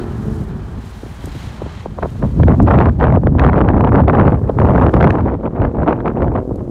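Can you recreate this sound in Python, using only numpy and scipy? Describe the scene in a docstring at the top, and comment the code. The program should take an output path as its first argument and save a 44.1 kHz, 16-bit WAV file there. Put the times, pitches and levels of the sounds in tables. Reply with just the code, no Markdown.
"""Wind hits the microphone: first a rumble and single pops, then hard fluttering gusts.
Eddies (swirls of air) make these sounds, and a limiter turns down the loudest peaks.
Behind the wind, a V8 coupe rolls away across an empty car park at night, turns on scrubbing tyres
and comes back. Its uneven exhaust pulses burble under a steel canopy.
Air and grit hiss softly, and the hand on the camera makes a few faint ticks."""
import sys
import numpy as np
from scipy import signal
from scipy.fft import rfft, irfft
from scipy.io import wavfile
from scipy.ndimage import uniform_filter1d, minimum_filter1d

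SR = 44100
rng = np.random.default_rng(int(sys.argv[2]) if len(sys.argv) > 2 else 0)


def to_wav(sig):
    """Store sig (one row per channel, or 1-D mono) as 16-bit WAV at the path in sys.argv[1].

    Samples outside -1..1 are clipped; the rate is SR.
    """
    pcm = np.clip(np.atleast_2d(sig), -1, 1) * 32767
    pcm = np.round(pcm).astype(np.int16)
    wavfile.write(sys.argv[1], SR, pcm.T)  # frames by channels


N = 295470
TIME = np.arange(N) / SR
SLOW_TIME = TIME[::40]  # coarser steps for slow changes

# gusts at the microphone opening: start/s, length/s, level/dB, crackle/dB relative to the level
GUSTS = [(1.977, 0.022, -30, -19), (2.025, 0.032, -23, -23), (2.221, 0.035, -24, -27),
         (2.474, 0.074, -17.5, -22), (2.671, .218, -14, -19), (2.997, 0.1, -13.5, -18.5),
         (3.103, 0.074, -19.5, -25), (3.389, 0.11, -15.5, -17.5), (3.532, 0.096, -16.5, -21),
         (3.646, 0.21, -18, -23.5), (3.858, .026, -13, -18.5), (3.92, 0.091, -13.5, -22),
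         (4.08, 0.026, -14.5, -20), (4.132, .16, -13, -21.5), (4.316, 0.02954, -18.5, -24),
         (4.603, 0.3, -14.5, -21), (4.937, .175, -14.5, -21.5), (5.131, 0.081, -20, -24),
         (5.252, .1, -22, -22), (5.444, 0.03514, -18.5, -23), (5.564, 0.098, -20.5, -22.5),
         (5.752, 0.098, -19.5, -24), (5.871, .056, -14, -19.5), (6.053, 0.052, -16, -22.5),
         (6.156, 0.14, -20, -25.5), (6.317, 0.087, -21.5, -26)]


def rumble(trim_db=1.3, octaves_per_db=0.02, usual_db=-15, lumpy_db=2.0):
    """Large eddies push on the whole camera; weaker wind sounds deeper."""
    # the breeze that never stops: t/s, level/dB
    breeze = [(0, -26.5), (.4, -23), (.95, -32), (1.65, -30), (1.95, -30), (2.4, -17), (4.3, -20),
              (5.5, -27), (6.1, -28.5), (6.7, -29.5)]
    # single pushes of air: start/s, length/s, level/dB
    buffets = [(0.247, 0.055, -23), (0.768, 0.041, -24), (1.239, 0.061, -26.5), (1.346, 0.022, -22),
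               (1.465, 0.034, -27), (1.599, 0.075, -28), (2.025, 0.058, -21), (2.219, 0.048, -16.5),
               (2.369, 0.1312, -7), (2.5, .06, -11), (2.581, .33, -11), (2.98, .2, -11.5),
               (3.213, 0.33, -13.5), (3.559, 0.36, -13.5), (3.924, 0.22, -13), (4.148, .15, -10),
               (4.332, 0.042, -11), (4.429, 0.054, -17), (4.562, 0.1884, -13), (4.757, 0.12, -9.5),
               (4.939, 0.18, -11), (5.157, 0.19, -19), (5.585, 0.099, -13.5), (5.765, 0.089, -17),
               (6.176, 0.22, -18), (6.483, 0.16, -26)]
    # tone of the rumble at the usual wind strength: f/Hz, level/dB
    spectrum = [(15, -36.5), (28, -19.5), (45, -6), (68, 2.5), (110, -1.5), (155, -4), (200, -7),
                (280, -12), (380, -23), (600, -30.5), (1200, -52.5), (3000, -72.5)]
    breeze_db, = follow(breeze, SLOW_TIME)
    pushes = sum(amp(db) * swell(s, length, rise_s=0.022, fall_s=.02) for s, length, db in buffets)
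    level_db = np.interp(TIME, SLOW_TIME, 20 * np.log10(np.hypot(amp(breeze_db), pushes)))
    level_db += lumpy_db * steady(wander(hz=24), size=9000)
    speed = 2 ** (octaves_per_db * (level_db - usual_db))
    return amp(level_db + trim_db) * steady(sweep(noise(spectrum), speed), size=1400)


def flutter(trim_db=-0.5, usual_crackle_db=-21, octaves_per_db=0.0567,
            surge_octaves=.31, surge_db=2.0, lurch_db=2.73, lurch_octaves=.06):
    """Small eddies break up at the microphone opening: each surge is both louder and brighter."""
    # tone of the eddies at the usual air speed: f/Hz, level/dB
    spectrum = [(40, -48.5), (90, -17), (150, 1), (260, 2.5), (420, 1), (650, -2), (1000, -6), (1400, -18),
                (2000, -27.5), (2800, -41.5), (4000, -53), (7000, -84)]
    flow, crackle_db = airflow()
    surge = steady(wander(hz=260.76), size=2500)
    lurch = steady(wander(hz=45.03), size=4000)
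    brightness = octaves_per_db * (crackle_db - usual_crackle_db)
    speed = 2 ** (brightness + surge_octaves * surge + lurch_octaves * lurch)
    eddies = steady(sweep(noise(spectrum), speed) * amp(surge_db * surge), size=1000)
    return flow * amp(trim_db + lurch_db * lurch) * eddies


def airflow(stir_crackle_db=-26, sag_db=1.0):
    """Gusts add to a dull stir of air; gives the strength (gain) and crackle (dB) of the flow."""
    # flutter that goes on between the gusts: t/s, level/dB
    stir = [(0, -65), (1.9, -50), (2.25, -41), (3.3, -39), (3.55, -25), (3.95, -22), (4.4, -31), (4.9, -28),
            (5.5, -35), (6.0, -27), (6.45, -41.5), (6.7, -45)]
    flow = amp(follow(stir, SLOW_TIME)[0])
    crackle = flow * stir_crackle_db
    for s, length, db, crackle_db in GUSTS:
        age = np.clip((SLOW_TIME - s) / length, 0, 1)
        gust = amp(db - sag_db * (age - .5)) * swell(s, length, rise_s=.007, fall_s=.01)
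        flow += gust
        crackle += gust * crackle_db
    return np.interp(TIME, SLOW_TIME, flow), np.interp(TIME, SLOW_TIME, crackle / flow)


def pops(trim_db=-0.5, start_ratio=2.443, slowing_cycles=1.044, rise_cycles=1.286, swirl_db=-15,
         swirl_s=0.0051, snap_boost_db=6, snap_s=0.00086, octaves_per_db=0.01, usual_snap_db=-27):
    """An eddy strikes with a snap and slows: a quickly falling tone inside a short, dull swirl."""
    # eddies that slap the microphone opening: t/s, level/dB, base pitch/Hz, snap/dB
    strikes = [(.778, -26.5, 260, -52), (1.032, -19.5, 320, -54), (1.061, -23, 320, -52),
               (1.239, -22.5, 300.3, -49.5), (1.273, -21, 302.6, -50), (1.35, -21, 283, -45.5),
               (1.618, -13.5, 383, -43), (1.661, -20, 383, -55), (1.858, -13, 513, -51),
               (1.986, -12.5, 696, -54), (2.031, -8, 575, -28), (2.056, -11.5, 570, -59),
               (2.227, -14, 550, -36), (2.399, -8, 595, -33.5), (2.433, -10, 438.6, -23),
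               (2.482, -1.5, 563, -22), (2.601, -4, 680, -27.5), (2.787, -8, 419.8, -20.5),
               (2.803, 0, 630, -21.5), (3.04, -7, 632, -19.5), (3.069, -6, 737, -23.5),
               (3.124, -6.5, 593.8, -28), (3.171, -3.5, 458.4, -33.5), (3.234, -13, 620, -38),
               (3.27, -3, 416, -23), (3.351, -13.5, 606.5, -55), (3.395, -15, 463.3, -16.5),
               (3.447, -2, 422.4, -16), (3.464, -7, 436.4, -20.5), (3.808, -11, 530.6, -24.5),
               (4.081, -8, 519.9, -22.5), (4.132, -11, 430.4, -25), (4.27, -23, 739.2, -28.5),
               (4.495, -2, 446.8, -31), (4.587, -6, 917.5, -28), (4.6, -5, 423, -23.5),
               (4.673, -8, 467.6, -31), (4.782, -4, 650, -33.5), (4.939, -2, 455.9, -18.5),
               (4.966, -8, 753, -22), (5.027, -6.5, 523, -17), (5.042, -2, 562.7, -15),
               (5.105, -9, 483.3, -16.5), (6.273, -14, 509.5, -40), (6.509, -14, 487, -55),
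               (6.606, -20.5, 429, -48)]
    # tone of the air round a slap: f/Hz, level/dB
    swirl_spectrum = [(60, -21.5), (200, 0.5), (600, -7), (1000, -5.5), (1500, -21.5), (3000, -62.5)]
    # tone of the first instant of a usual slap: f/Hz, level/dB
    snap_spectrum = [(500, -17.5), (1200, 13.5), (2000, 0), (3000, -11.5), (4200, -24), (7000, -38.5)]
    out, t = np.zeros(N), np.arange(-800, 1600) / SR
    after = np.maximum(t, 0)
    rows = list(strikes) + random_slaps()
    noises = rng.standard_normal((len(rows), 2, len(t)))
    for (s, db, hz, snap_db), (swirl_noise, snap_noise) in zip(rows, noises):
        cycles = hz * after
        turns = start_ratio * slowing_cycles * np.log1p(cycles / slowing_cycles)
        slap = bump(cycles / rise_cycles) ** 2 * np.sin(2 * np.pi * (turns + swirl_noise[0]))
        swirl = amp(swirl_db) / np.cosh(t / swirl_s - .5) * colour(swirl_noise, swirl_spectrum)
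        # harder snaps are brighter
        speed = np.full(len(t), 2 ** (octaves_per_db * (snap_db - usual_snap_db)))
        crack = steady(sweep(colour(snap_noise, snap_spectrum), speed), size=80)
        snap = amp(snap_db + snap_boost_db) * bump(after / snap_s) * crack
        add(out, s + t[0], amp(db + trim_db) * (slap + swirl) + snap)
    return out


def random_slaps(per_s=22, base_hz=557, boost_db=1.5, spread_db=2.0, spread_octaves=0.15):
    """Lists smaller pops inside the gusts, as strong and as sharp as the air that carries them."""
    flow, crackle_db = airflow()
    draws = rng.random((400, 4))
    times = np.cumsum(-np.log(draws[:, 0])) / per_s
    rows = []
    for s, (force, pitch, edge) in zip(times, 2 * draws[:, 1:] - 1):
        if any(start < s < start + length for start, length, *_ in GUSTS):
            at = int(s * SR)
            db = 20 * np.log10(flow[at]) + spread_db * force + boost_db
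            snap_db = db + crackle_db[at] + spread_db * edge
            rows.append((s, db, base_hz * 2 ** (spread_octaves * pitch), snap_db))
    return rows


def exhaust():
    """Eight uneven pulses every two engine turns, each with a puff of gas, make the pipes sound."""
    # the car's drive: t/s, engine turns/Hz, level/dB, share heard from the side (0-1)
    drive = [(0, 30.3, -20.5, 0), (.15, 27.7, -34, 0.01), (.29, 27.5, -24.5, 0), (.5, 25, -34.5, 0),
             (.92, 18, -43.5, 0), (1.8, 17, -44.5, 0), (3.3, 22, -43, 0.49), (4.5, 26, -26, 0.99),
             (5.5, 28, -24.5, 0.98), (6.1, 29, -24, 0.99), (6.53, 30.8, -23.5, 1), (6.7, 28, -25, 0.99)]
    # each cylinder's pulse, in firing order: level/dB
    cylinders = [7.5, -3, 7, -0.5, -11.5, 6, -8, -5.5]
    # tone of the pipes from behind: f/Hz, level/dB
    rear_spectrum = [(28, -19), (45, -4.5), (70, -4), (130, -7), (165, -12), (220, 6), (270, -11),
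                     (350, -2.5), (420, -3), (470, -16), (800, -29), (2000, -46)]
    # tone of the pipes from the side: f/Hz, level/dB
    side_spectrum = [(30, -38.5), (60, -15), (95, -1.5), (170, 5), (230, 6), (300, 6.5), (390, 2),
                     (550, -1.5), (750, -15), (1050, -24), (1500, -38), (3000, -63)]
    turns_hz, level_db, side = follow(drive)
    roughness, waver = .35 + .55 * side, .011 + .026 * side
    count = len(cylinders)
    firings = np.cumsum(turns_hz * (1 + waver * wander(hz=9))) * count / 2 / SR
    strength = amp(cylinders)[firings.astype(int) % count]
    pulses = unit(np.diff(np.floor(firings), prepend=0) * strength)
    puffs = unit(np.exp(-(firings % 1) / 0.39) * strength * rng.standard_normal(N))
    gas = canopy(pulses + roughness * puffs)
    rear = steady(colour(gas, rear_spectrum), size=6000)
    flank = steady(colour(gas, side_spectrum), size=6000)
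    return amp(level_db) * (np.sqrt(1 - side) * rear + np.sqrt(side) * flank)


def canopy(x, fade_s=0.83, echo_db=-5):
    """The roof, posts and buildings send back scattered echoes."""
    t = np.arange(SR) / SR
    echoes = rng.standard_normal(SR) * (rng.random(SR) < 1 / 20) * amp(-60 * t / fade_s)
    return x + amp(echo_db) * signal.fftconvolve(x, echoes / np.linalg.norm(echoes))[:N]


def tyres(grit_db=1.4):
    """The tread rolls on asphalt and scrubs sideways over grit in the turn."""
    # loudness of the tyres: t/s, rolling/dB, scrubbing/dB
    levels = [(0, -36, -48.5), (.25, -40, -54), (.76, -42, -54), (.84, -44, -50), (1.15, -43.5, -48.5),
              (1.43, -42, -41.5), (1.6, -40, -46.5), (1.81, -42.5, -44), (1.88, -47, -54), (2.25, -47, -52),
              (3.2, -57.5, -65), (4.4, -50.5, -66.5), (5.1, -45.5, -60), (5.45, -54, -67.5),
              (6.7, -57.5, -70.5)]
    # tone of rolling: f/Hz, level/dB
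    roll_spectrum = [(200, -9.5), (600, 1.5), (850, 2.5), (1300, -2), (1750, -6), (2050, -15.5),
                     (3000, -26), (5000, -37), (9000, -43.5)]
    # tone of scrubbing: f/Hz, level/dB
    scrub_spectrum = [(600, -9.5), (1300, 0.5), (2000, 1.5), (2850, -2), (3150, 1), (3450, -3.5),
                      (4000, -2.5), (5000, -10), (7000, -12.5), (12000, -29.5)]
    roll_db, scrub_db = follow(levels)
    rolling = amp(roll_db) * noise(roll_spectrum)
    scrubbing = amp(scrub_db + grit_db * wander(hz=90)) * noise(scrub_spectrum)
    return rolling + scrubbing


def hiss(trim_db=4.0, flicker_db=1.54):
    """Air and grit make a thin, slightly flickering hiss."""
    # rise and fall of the hiss: t/s, level/dB
    levels = [(0, -61), (.34, -56), (.55, -62.5), (.77, -61.5), (.84, -56.5), (1.2, -57), (1.43, -55.5),
              (1.6, -61.5), (1.95, -66.5), (2.1, -59.5), (2.77, -65.5), (2.82, -69), (3.6, -71.5),
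              (4.95, -64), (5.5, -76), (6.7, -68.5)]
    # tone of the hiss: f/Hz, level/dB
    spectrum = [(1500, 1), (4000, 1), (7000, -0.5), (9500, -3), (11000, -5), (12000, -8), (15500, -8.5)]
    level_db, = follow(levels)
    return amp(level_db + trim_db + flicker_db * wander(hz=40)) * noise(spectrum)


def ticks(trim_db=-4.5, decay_s=0.0022):
    """The hand makes tiny dry ticks on the camera's case."""
    # touches of the hand: t/s, level/dB, pitch/Hz
    touches = [(1.257, -27.5, 6850), (2.1044, -42, 6920), (2.6269, -35, 5400), (3.9388, -46.5, 5087),
               (6.2397, -57, 5030), (6.4762, -53, 6350), (6.558, -42, 5640)]
    out, t = np.zeros(N), np.arange(1500) / SR
    for s, db, hz in touches:
        burst = colour(rng.standard_normal(len(t)), [(hz / 10, -20), (hz / 2, -8), (hz, 0), (hz * 2, -6)])
        add(out, s, amp(db + trim_db) * burst * np.exp(-t / decay_s))
    return out


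def amp(db):
    """Turns decibels into a gain to multiply by."""
    return 10 ** (np.asarray(db) / 20)


def unit(x):
    """Scales x to an average strength (rms) of 1."""
    return x / np.sqrt(np.mean(x ** 2) + 1e-20)


def follow(rows, t=TIME):
    """Reads a table's columns at the times t, joining its rows with straight lines."""
    s, *columns = np.transpose(rows)
    return [np.interp(t, s, c) for c in columns]


def colour(x, points):
    """Shapes the tone of x by (f/Hz, level/dB) points, fading above the last one; strength 1."""
    hz, db = np.transpose(points)
    f = np.fft.rfftfreq(len(x), 1 / SR) + 1
    gain = amp(np.interp(np.log(f), np.log(hz), db))
    treble_fade = np.minimum(hz[-1] / f, 1) ** 4
    return unit(irfft(rfft(x) * gain * treble_fade, len(x)))


def noise(points):
    """Noise with the given tone."""
    return colour(rng.standard_normal(N), points)


def wander(hz):
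    """A smooth random wobble, up to about hz times a second; strength 1."""
    f = np.fft.rfftfreq(N, 1 / SR)
    return unit(irfft(rfft(rng.standard_normal(N)) * np.exp(-(f / hz) ** 2), N))


def steady(x, size):
    """Evens out swells longer than size samples and keeps the faster ones."""
    power = uniform_filter1d(uniform_filter1d(x ** 2, size), size)
    return x / np.sqrt(abs(power) + 1e-12)


def sweep(pattern, speed):
    """Carries a pattern of eddies past the microphone: faster air raises every frequency in it."""
    return np.interp(np.cumsum(speed) % len(pattern), np.arange(len(pattern)), pattern)


def swell(start, length, rise_s, fall_s):
    """Rises softly at start, holds for length and dies out, in SLOW_TIME steps."""
    age = SLOW_TIME - start
    return (1 + np.tanh(age / rise_s)) * (1 - np.tanh((age - length) / fall_s)) / 4


def bump(u):
    """Rises to 1 at u = 1, then dies away."""
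    return u * np.exp(1 - u)


def add(mix, s, sound):
    """Mixes a sound in at s seconds."""
    part = mix[max(round(s * SR), 0):][:len(sound)]
    part += sound[:len(part)]


def scene():
    """Wind at the microphone over the distant car, in one channel."""
    return (rumble() + flutter() + exhaust() + tyres() + hiss() + ticks() + pops())[None]


def record(dry):
    """The microphone loses the deepest bass, a fast limiter tames wind peaks, the top treble is cut."""
    bass_cut_hz, ceiling, treble_cut_hz = 32, .93, 15650
    x = signal.sosfilt(signal.butter(3, bass_cut_hz, "high", fs=SR, output="sos"), dry[0])
    gain = minimum_filter1d(ceiling / np.maximum(abs(x), ceiling), size=121)
    gain = uniform_filter1d(uniform_filter1d(gain, size=61), size=61)
    treble_cut = signal.firwin(511, treble_cut_hz, window=("kaiser", 9), fs=SR)
    return signal.oaconvolve(x * gain, treble_cut, "same")[None]


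dry = scene()
out = record(dry)
to_wav(out)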